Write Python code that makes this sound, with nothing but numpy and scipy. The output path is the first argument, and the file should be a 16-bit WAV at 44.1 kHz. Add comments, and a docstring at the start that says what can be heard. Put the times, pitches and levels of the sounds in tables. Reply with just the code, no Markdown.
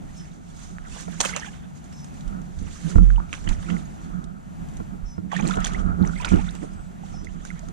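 """Water slaps, gurgles and drips close by as an angler wades at the edge of a still lake, and waders rustle.
Filtered noise makes the stirring and slaps; short damped tones make the bubbles.
Wind and hands shake a small camera: noise and ringing tones make its mount and shell sound, low in the right port.
Small birds, made of gliding tones with echoes, call across the water over a murmur of filtered noise."""
import sys
import numpy as np
from scipy import signal
from scipy.fft import rfft, irfft, next_fast_len
from scipy.io import wavfile
from scipy.ndimage import uniform_filter1d, map_coordinates

SR = 44100
rng = np.random.default_rng(int(sys.argv[2]) if len(sys.argv) > 2 else 0)


def master_out(mix):
    """Clip the mix to full scale and print it as 16-bit PCM to the path in sys.argv[1]."""
    frames = np.transpose(np.atleast_2d(mix))
    ceiling = np.clip(frames, -1, 1)
    pcm = np.round(ceiling * 32767).astype(np.int16)
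    wavfile.write(sys.argv[1], SR, pcm)


def convert_level_to_amplitude(level_db):
    """Map a level in decibels to its linear amplitude factor."""
    exponent = np.asarray(level_db, float) / 20
    return 10 ** exponent


N = 340844  # length in samples

# left level minus right for sounds from the open air: pitch_hz, difference_db
AIR_SIDES = [(60, 6), (700, 0), (4000, 1), (15000, -1)]


def water():
    """Stirred water, slaps, drops and bubbles, heard together at the two ports."""
    # surges of stirred water and cloth: peak_s, rise_s, fall_s, gurgle_db, fizz_db (before trims)
    surges = [(0.23, .4, .35, -61, -60), (0.6, .2, .4, -63, -56.5), (0.95, .15, .5, -52, -49.5),
              (1.24, .06, .12, -41, -39), (1.38, .2, .25, -44, -50), (2.1, .8, .6, -69.5, -62.5),
              (2.68, .2, .5, -60, -55.5), (2.93, .5, .1, -53, -53), (3.05, .1, .5, -60, -62.5),
              (3.36, .1, 0.18, -51, -54.5), (3.5, .1, .2, -52, -55), (3.73, .3, .3, -55, -57),
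              (4.06, .3, .22, -64, -62), (4.77, .12, .15, -67, -65), (5.35, .05, .3, -42.5, -54),
              (5.49, .14, .2, -42, -50), (5.67, .15, .2, -45.5, -50.5), (6.27, .25, .25, -43, -50),
              (6.07, .1, .12, -52, -56), (6.5, .25, .5, -56, -59.5), (7.06, .08, .5, -57, -61.5),
              (7.48, .3, .35, -57, -60)]
    # the lake at rest: gurgle_db, fizz_db (before trims)
    calm_db = (-76.5, -79)
    # left level minus right for water: pitch_hz, difference_db
    water_sides = [(500, -11.5), (1300, -11.5), (4400, -6), (8000, -4.5), (15000, -0.5)]
    gurgle_db, fizz_db = swells(surges, calm_db, curve=1.1)
    sound = splashing(gurgle_db, fizz_db) + plopping() + froth(gurgle_db, fizz_db)
    return ports(sound, water_sides, alike=0.44)


def splashing(gurgle_db, fizz_db):
    """Low gurgle and high fizz noise follow the stirring; each slap is a ragged burst of both."""
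    # colour of the gurgle: pitch_hz, level_db
    gurgle_colour = [(240, -27.5), (400, -4.5), (657, -7), (1930, -1.5), (2220, -4.5), (3530, -8),
                     (5000, -52), (6500, -41), (11000, -120)]
    # colour of the fizz: pitch_hz, level_db
    fizz_colour = [(350, -15), (1470, -11.5), (2500, -14.5), (3500, -11), (3900, -12), (5140, -13.5),
                   (6420, -6), (9490, -18.5), (10700, -36), (13600, -34), (15600, -53.5), (15900, -120)]
    body, spray = slap_bursts()
    # a slap breaks into separate drops
    body = body * convert_level_to_amplitude(1.2 * wobble(300))
    spray = spray * convert_level_to_amplitude(3 * wobble(350))
    gurgle = convert_level_to_amplitude(gurgle_db - 0.8 + 3.6 * wobble(35))
    fizz = convert_level_to_amplitude(fizz_db + 2.5 + 2.7 * wobble(30))
    low = (gurgle + body) * patchy(hiss(table(gurgle_colour), 0.18), depth_db=5.5)
    high = (fizz + spray) * patchy(hiss(table(fizz_colour), 0.35), depth_db=2.0)
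    return low + high


def slap_bursts():
    """Loudness curves of the slaps and of small drops: a quick start, then a fading tail."""
    # water slapping: time_s, body_db, spray_db (before trims), fade_s (to 60 dB down)
    slaps = [(1.2039, -34, -17.5, 0.053), (1.2136, -32, -22, 0.0095), (1.251, -25, -24, 0.048),
             (1.364, -31, -33.5, 0.044), (3.3301, -35.5, -39, 0.072), (3.475, -32.5, -55, 0.031),
             (3.491, -56, -33, 0.036), (3.6277, -42, -52, 0.043), (3.7025, -35.5, -54, 0.037),
             (5.318, -33, -47.5, 0.11), (5.474, -53, -42, 0.16), (5.6444, -32.5, -32, 0.043),
             (5.669, -30, -33, 0.038), (6.2508, -24.5, -32, 0.037)]
    # small drops ticking on the surface: time_s, level_db (before a trim)
    drops = [(1.843, -42), (1.9268, -42), (2.0453, -40.5), (2.142, -41.5), (2.2093, -44), (2.2793, -42),
             (2.418, -44.5), (2.59, -41), (3.442, -39), (4.242, -40), (4.688, -47), (4.739, -46),
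             (4.771, -38), (5.556, -30.5), (5.605, -33), (5.366, -31), (5.571, -38), (5.658, -29),
             (5.676, -33), (5.735, -38), (6.212, -29), (6.288, -30), (6.305, -39), (6.325, -38),
             (6.345, -39), (6.36, -34), (6.415, -36), (6.509, -42), (6.553, -39), (7.2471, -35),
             (7.452, -33.5), (7.687, -43), (7.4726, -39), (7.5932, -37)]
    body, spray = np.zeros(N + SR), np.zeros(N + SR)
    t = np.arange(SR // 4) / SR
    for s, body_db, spray_db, t60 in slaps:
        start = round((s - .002) * SR)
        burst = convert_level_to_amplitude(-60 * t / t60) * (1 - np.exp(-t / (0.031 * t60)))  # a long slap also starts softly
        body[start:][:len(t)] += convert_level_to_amplitude(body_db + 0.5) * burst
        spray[start:][:len(t)] += convert_level_to_amplitude(spray_db + 2.0) * burst
    for s, db in drops:
        start = round((s - .001) * SR)
        spray[start:][:len(t)] += convert_level_to_amplitude(db - 8.5 - 60 * t / 0.026)
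    return body[:N], spray[:N]


def plopping():
    """Single bubbles ring briefly; some burst at the surface with a sharper upward sweep."""
    # single bubbles: time_s, level_db, pitch_hz (at first), fade_s (to 60 dB down)
    plops = [(0.786, -22, 1570, 0.0038), (1.084, -27, 665, 0.027), (1.295, -23, 1446, 0.03),
             (1.338, -17, 2080, 0.016), (1.365, -9, 6600, 0.0031), (1.365, -13.5, 1210, 0.0088),
             (1.399, -24, 5900, 0.007), (1.33, -27, 1250, .03), (1.424, -27, 1700, .02),
             (1.447, -27, 1500, .015), (1.483, -35, 1650, .05), (3.688, -27, 1350, .04),
             (3.694, -28, 2100, .012), (3.768, -28, 2000, .012), (3.853, -42, 6450, .05),
             (5.669, -14, 1800, .006), (5.51, -24, 3400, .012), (5.411, -26, 6300, .012),
             (3.105, -16.5, 1508, 0.0085), (1.256, -17, 502, 0.027), (1.368, -23.5, 563, 0.034),
             (1.475, -32.5, 786, 0.053), (3.162, -29.5, 2830, 0.0075), (5.322, -18.5, 1092, 0.04),
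             (3.18, -25, 904, 0.052), (3.203, -22, 1090, 0.0076), (3.3305, -9, 2450, 0.0029),
             (3.495, -22, 2200, 0.0063), (5.317, -21.5, 1800, 0.0096), (5.333, -9, 810, 0.014),
             (5.365, -16.5, 1770, 0.027), (5.401, -20, 820, 0.035), (5.478, -15.5, 7500, 0.0044),
             (5.646, -18, 3280, 0.014), (5.663, -15.5, 3340, 0.0052), (5.341, -20, 666, 0.03),
             (3.341, -17, 2200, 0.004), (3.33, -32.5, 280, 0.053), (5.65, -7.5, 6300, 0.0046),
             (5.472, -25.5, 4100, 0.0083), (5.497, -20, 910, 0.014), (5.539, -25, 3640, 0.015),
             (5.918, -28, 1360, 0.041), (6.135, -27.5, 1400, 0.023), (6.028, -31, 3830, 0.0039),
             (6.051, -23.5, 1900, 0.0065), (6.076, -22, 5960, 0.006), (6.078, -25, 1170, 0.015),
             (6.201, -24.5, 2460, 0.019), (6.305, -25, 2210, 0.014), (6.096, -22.5, 1360, 0.0115),
             (6.222, -28, 2230, .01), (6.283, -23, 1970, 0.013), (6.342, -26, 2800, 0.011),
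             (6.201, -25, 960, 0.071), (6.249, -7.5, 3350, 0.002), (6.247, -15, 1394, 0.023),
             (6.263, -27, 4760, 0.01), (7.037, -31, 766, 0.028), (7.142, -31, 730, 0.027),
             (7.513, -28.5, 1400, 0.019), (7.63, -37, 628, 0.074), (7.271, -27.5, 2020, 0.017),
             (7.451, -32.5, 1470, 0.021), (7.505, -24, 2030, 0.013)]
    # bubbles bursting at the surface: start_s, level_db, first_pitch_hz, fade_s (to 60 dB down)
    chirps = [(1.432, -26, 1700, .02), (5.394, -23, 2200, .025), (5.508, -16, 1250, .025),
              (5.746, -21.5, 1880, .035), (6.036, -23, 780, .035), (6.16, -29, 1950, .05),
              (6.388, -25, 780, .06), (6.48, -29, 1330, .035), (6.489, -27, 3400, .018)]
    s, db, hz, t60 = np.transpose(plops)
    sound = bubbles(s - .0015, db, hz, t60, rise=0.079)
    sound += bubbles(*np.transpose(chirps), rise=.3)
    return sound * convert_level_to_amplitude(2 * wobble(320))  # the choppy surface makes each ring flutter


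def froth(gurgle_db, fizz_db):
    """Swarms of small random bubbles: two follow the gurgle and two higher ones the fizz."""
    sound = swarm(gurgle_db + 7, 2100, 0.48, cycles=20.0, scatter_db=3.0, count=800)
    sound += swarm(gurgle_db + 10.5, 1966, 0.57, cycles=22.6, scatter_db=3.5, count=220)  # separate blips
    sound += swarm(fizz_db - 1.0, 6200, 0.22, cycles=29, scatter_db=7.0, count=500)
    sound += swarm(fizz_db + 9.5, 6100, 0.28, cycles=6.7, scatter_db=4.5, count=900)  # spray ticking down
    return sound


def swarm(level_db, centre_hz, spread, cycles, scatter_db, count):
    """Random bubbles, denser and louder where the water is stirred; each sits at its own side."""
    u, z = rng.random((count, 2)), rng.standard_normal((count, 2))
    busy = np.cumsum(convert_level_to_amplitude(0.69 * level_db))
    s = np.interp(u[:, 0], busy / busy[-1], np.arange(N) / SR)
    hz = np.clip(centre_hz * np.exp(spread * z[:, 0]), 500, 9000)
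    db = level_db[(s * SR).astype(int)] - scatter_db * np.log(1 - .95 * u[:, 1])
    lag_s = np.abs(z[:, 1]) * 6e-5
    left = bubbles(s + lag_s, db + 3 * z[:, 1], hz, cycles / hz, rise=0.17)
    right = bubbles(s, db, hz, cycles / hz, rise=0.44)
    return np.array([left, right])


def bubbles(s, db, hz, t60, rise):
    """Damped tones with a soft start, whose pitch climbs as they surface."""
    at = np.ceil(s * SR).astype(int)[:, None] + np.arange(round(1.2 * t60.max() * SR))
    t = at / SR - s[:, None]
    u = t / t60[:, None]
    tone = np.sin(2 * np.pi * hz[:, None] * t * (1 + rise * np.minimum(u, 1)))
    rows = convert_level_to_amplitude(db[:, None] - 60 * u) * (1 - np.exp(-u / .07)) * tone
    return np.bincount(at.ravel(), rows.ravel(), 2 * N)[:N]  # adds all tones into one line


def camera():
    """Shaking drives the mount and shell with noise; knocks set them ringing."""
    # left level minus right for the camera body: pitch_hz, difference_db
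    body_sides = [(40, -10.5), (190, -22), (330, -7), (750, -3), (1360, 1)]
    return ports(shaking() + knocking(), body_sides, alike=0.76)


def shaking():
    """Wind and hands jolt the camera: resonant noise in a low sway, a shell ring and a higher buzz."""
    # jolts: peak_s, half_length_s, sway_db, ring_db, buzz_db (before trims)
    jolts = [(0.026, 0.77, -46.5, -45, -85), (0.854, 0.72, -42, -47, -60.5), (1.133, 1, -70, -41, -73),
             (2.276, 0.053, -33, -41.5, -57), (2.356, 0.17, -35, -32.5, -55),
             (2.624, 0.16, -31, -33.5, -63), (2.872, 0.06, -34.5, -26, -72), (3.005, 0.13, -37.5, -23, -58),
             (3.21, 0.15, -30.5, -43, -53), (3.509, 0.11, -23.5, -28.5, -50),
             (3.594, 0.085, -32.5, -57, -54.5), (3.744, 0.12, -43, -24.5, -47.5),
             (4.178, 0.37, -39, -34, -54.5), (4.619, 0.062, -38.5, -36.5, -63),
             (4.797, 0.18, -38, -40.5, -80), (4.936, 0.092, -44, -34.5, -57), (5.04, 0.11, -32.5, -57, -62),
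             (5.256, 0.061, -63, -28.5, -80), (5.45, 0.093, -32.5, -20, -43), (5.591, 0.076, -35, -29, -37),
             (5.781, 0.27, -27.5, -26.5, -45.5), (5.894, 0.15, -23.5, -29.5, -43.5),
             (6.043, 0.19, -32, -26, -45.5), (6.358, 0.19, -23.5, -25.5, -45),
             (6.64, 0.32, -49, -37, -57.5), (6.8, 0.13, -38.5, -49.5, -57),
             (7.142, 0.24, -39.5, -36.5, -59.5), (7.356, 0.21, -36.5, -39.5, -63),
             (7.68, 1, -42.5, -43, -63)]
    # between jolts: sway_db, ring_db, buzz_db (before trims)
    still_db = (-58, -50, -73)
    rows = [(s, half, half, *db) for s, half, *db in jolts]
    sway_db, ring_db, buzz_db = swells(rows, still_db, curve=1.01)
    shaken = convert_level_to_amplitude(sway_db + 0.64 * wobble(9.2)) * hiss(peak(32.5, 28), 0.39)
    shaken += convert_level_to_amplitude(sway_db - 9.5 + 3.7 * wobble(13)) * hiss(peak(78.4, 28), 0.5)
    shaken += convert_level_to_amplitude(ring_db + 1.8 * wobble(17)) * hiss(peak(177.9, 39.6), 1.0)
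    shaken += convert_level_to_amplitude(ring_db - 13.5 + 4.2 * wobble(30)) * hiss(peak(238, 153), 0.45)
    shaken += convert_level_to_amplitude(buzz_db + 2.2 * wobble(44)) * hiss(peak(1312, 330), 0.9)
    shaken += convert_level_to_amplitude(buzz_db - 2 + 1.7 * wobble(24)) * hiss(peak(701, 180), 1.0)
    return shaken


def knocking():
    """Each knock rings fading tones of shell and mount and a click, until the hand stills them."""
    # knocks on the mount: start_s, shell_db, sway_db, click_db (each added to the levels below)
    knocks = [(1.079, -36.5, -64, -34), (2.956, -14, -9, -22.5), (2.982, -16, -13, -21.5),
              (3.469, -22.5, -34.5, -38), (3.494, -29.5, -34, -42.5), (3.719, -28, -35, -33),
              (4.802, -27, -48, -33), (5.18, -24.5, -68, -33), (5.572, -23.5, -24.5, -23),
              (6.011, -14.5, -25, -33), (6.318, -12.5, -22.5, -23.5), (6.334, -9, -30, -25.5)]
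    # tones of the shell: pitch_hz, level_db, fade_s (to 60 dB down, before the grip)
    shell = [(189, 6, 0.053), (314.6, -8.5, 0.12), (95.5, -0.5, 0.12)]
    # tones of the swaying mount: pitch_hz, level_db, fade_s (to 60 dB down, before the grip)
    mount = [(43.3, -2, 1.5), (66, -4, .3), (80, 4, .1)]
    # tones of the click: pitch_hz, level_db, fade_s (to 60 dB down, before the grip)
    click = [(660, 0.5, 0.023), (1360, -10.5, 0.077), (970, -2, 0.018), (1700, -15.5, 0.019),
             (450, 2, .035)]
    grip_s, grip_fade_s = 0.22, 0.086  # time after each knock; extra fading to 60 dB down
    blows, t = np.zeros(N + SR), np.arange(SR // 2) / SR
    grip = convert_level_to_amplitude(-60 * np.maximum(t - grip_s, 0) / grip_fade_s)  # the hand closes on the ringing mount
    for s, *levels in knocks:
        for db, modes in zip(levels, (shell, mount, click)):
            ring = np.zeros(len(t))
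            for hz, level, t60 in modes:
                build_up = 1 - np.exp(-3 * hz * t)  # mostly there within the first cycle
                ring += convert_level_to_amplitude(db + level - 60 * t / t60) * np.sin(2 * np.pi * hz * t) * build_up
            blows[round(s * SR):][:len(t)] += ring * grip
    return blows[:N]


def birds():
    """Bird voices reach the ports directly and through a short tail of random echoes."""
    sound = paired_calls() + songs()
    t = np.arange(SR // 10) / SR
    echoes = rng.standard_normal((2, SR // 10)) * convert_level_to_amplitude(-60 * t / .12 - 31)  # scattered by the trees
    echoed = signal.fftconvolve(sound[None], echoes, axes=1)[:, :N]
    return ports(sound + echoed, AIR_SIDES, alike=0.61)


def paired_calls():
    """Two voices of one call glide down together, each with an unsteady pitch and level."""
    # two-voiced calls: start_s, length_s, low_voice_db, high_voice_db (glide level is added)
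    calls = [(0.141, 0.135, -51, -57), (1.92, 0.16, -54.5, -53), (5.044, 0.14, -53, -54),
             (7.103, 0.18, -55, -55)]
    # glide of a call: share_of_call (0 to 1), low_voice_hz, high_voice_hz, level_db
    glide = [(0, 5950, 6250, -14), (.07, 5470, 6170, -9), (.4, 5340, 6040, -3), (.72, 5180, 5900, -8),
             (1, 5180, 5870, -22)]
    t, sound = np.arange(N) / SR, np.zeros(N)
    share, low_hz, high_hz, shape_db = np.transpose(glide)
    for s, length, low_db, high_db in calls:
        u = (t - s) / length
        on = convert_level_to_amplitude(np.interp(u, share, shape_db, -120, -120))
        late_db = high_db - 120 * (u < .12)  # the high voice joins late
        for hz, db in ((low_hz, low_db), (high_hz, late_db)):
            level = on * convert_level_to_amplitude(db + 3.5 * wobble(90))
            sound += level * tone_of(np.interp(u, share, hz) + 22 * wobble(300))
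    return sound


def songs():
    """One bird warbles thin high notes, its pitch swinging quickly; another whistles plainly downward."""
    # notes of the high song: start_s, length_s, first_pitch_hz, last_pitch_hz, level_db
    notes = [(6.1, 0.15, 7700, 8450, -61), (6.33, 0.13, 7950, 8400, -61), (6.535, 0.155, 7900, 8450, -60.5),
             (6.74, 0.15, 8050, 7800, -64)]
    # plain falling whistles: start_s, length_s, first_pitch_hz, last_pitch_hz, level_db
    whistles = [(6.7, .065, 5150, 4880, -68)]
    warble_hz, warble_rate_hz = 130, 29  # swing either way, swings a second
    t, sound = np.arange(N) / SR, np.zeros(N)
    for rows, depth_hz in ((notes, warble_hz), (whistles, 0)):
        for s, length, first_hz, last_hz, db in rows:
            u = np.clip((t - s) / length, 0, 1)
            hz = first_hz + (last_hz - first_hz) * u
            hz = hz + depth_hz * np.cos(2 * np.pi * warble_rate_hz * (t - s)) + 50 * wobble(150)
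            swell = np.sqrt(np.abs(np.sin(np.pi * u)))
            sound += swell * convert_level_to_amplitude(db + 1.8 * wobble(70)) * tone_of(hz)
    return sound


def tone_of(hz):
    """A sine whose pitch follows a curve in Hz."""
    return np.sin(2 * np.pi * np.cumsum(hz) / SR)


def lakeside():
    """The steady murmur of wind, trees and far traffic: coloured noise that drifts slowly in level."""
    # colour of the murmur: pitch_hz, level_db
    murmur_colour = [(29, -43), (50, -0.5), (78, 0.5), (110, -7.5), (150, 4), (185, -4), (222, -3),
                     (269, -11), (456, -25.5), (721, -17), (1030, -25), (1410, -26), (5170, -40),
                     (6900, -35.5), (12600, -49), (15600, -58.5), (15900, -120)]
    level_db = -45.5 + 1.5 * wobble(3)
    return ports(convert_level_to_amplitude(level_db) * hiss(table(murmur_colour), 0.65), AIR_SIDES, alike=0.5)


def ports(pair, balance, alike):
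    """The two ports differ in level and phase; the power of their mean stays."""
    # how far the left port leads the right: pitch_hz, lead_radians (negative is behind)
    lead = [(20, -2), (200, -2), (340, -3.5), (1200, -3.5), (3400, -5.5), (6000, -7.5), (8000, -8.5),
            (15000, -12.5)]

    def response(hz):
        left, turn = convert_level_to_amplitude(along(balance, hz)), np.exp(1j * along(lead, hz))
        mean = np.sqrt(1 + left ** 2 + 2 * alike * left * turn.real) / 2
        return np.array([left * turn, np.ones_like(turn)]) / mean
    return filtered(pair, response)


def swells(rows, rest_db, curve):
    """A dB curve for each layer: events rise and fall, 20 dB down at their ends, over a resting level."""
    s, rise, fall, *layers = (c[:, None] for c in np.transpose(rows))
    t = np.arange(0, N / SR + .005, .005)
    shape_db = -20 * np.maximum((s - t) / rise, (t - s) / fall) ** curve
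    power = [convert_level_to_amplitude(2 * rest) + convert_level_to_amplitude(2 * (db + shape_db)).sum(axis=0) for db, rest in zip(layers, rest_db)]
    return [np.interp(np.arange(N) / SR, t, 10 * np.log10(p)) for p in power]


def patchy(pair, depth_db):
    """Random patches of gain, hundreds of Hz wide and about 15 ms long, leave gaps in a noise."""
    z = signal.stft(pair, nperseg=256)[2]
    field = uniform_filter1d(rng.standard_normal(z.shape[1:]), size=4, axis=0)  # blur across pitch
    field = uniform_filter1d(field, size=5, axis=1)  # blur along time
    return unit(signal.istft(z * convert_level_to_amplitude(depth_db * unit(field)), nperseg=256)[1][:, :N])


def hiss(gain, alike):
    """A left and right noise of rms 1 that share the part alike."""
    a, b = rng.standard_normal((2, N))
    alike = np.clip(alike, 0, 1)
    left = alike * a + np.sqrt(1 - alike ** 2) * b
    return unit(filtered(np.array([left, a]), gain))


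def table(spectrum):
    """Gain of a (Hz, dB) spectrum."""
    return lambda hz: convert_level_to_amplitude(along(spectrum, hz))


def peak(centre_hz, width_hz):
    """Gain of a steep resonance: a simple one applied twice."""
    return lambda hz: (1j * hz * width_hz / (centre_hz ** 2 - hz ** 2 + 1j * hz * width_hz + 1e-9)) ** 2


def filtered(x, response):
    """x with its spectrum multiplied by a response of frequency."""
    m = next_fast_len(N + SR // 2)
    return irfft(rfft(x, m) * response(np.fft.rfftfreq(m, 1 / SR)), m)[..., :N]


def wobble(rate):
    """A smooth random curve through rate random points a second."""
    return map_coordinates(rng.standard_normal(int(N * 400 / SR) + 4), [np.arange(N) * rate / SR])


def along(points, hz):
    """Reads (Hz, value) points on a log frequency axis."""
    f, v = np.transpose(points)
    return np.interp(np.log(hz + 1), np.log(f + 1), v)


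def unit(x):
    """Scaled to rms 1."""
    return x / np.sqrt(np.mean(x ** 2) + 1e-20)


def scene():
    """Everything at the two ports."""
    return water() + camera() + birds() + lakeside()


def roll_off(x):
    """The treble ends steeply here."""
    return signal.sosfilt(signal.butter(12, 15780, fs=SR, output="sos"), x)


def record(dry):
    """The input clips at full scale, then loses everything from 15780 Hz up."""
    clipped = np.clip(dry, -1, 1)
    mix = filtered(clipped, lambda hz: hz < 15780)
    return roll_off(mix)


dry = scene()
out = record(dry)
master_out(out)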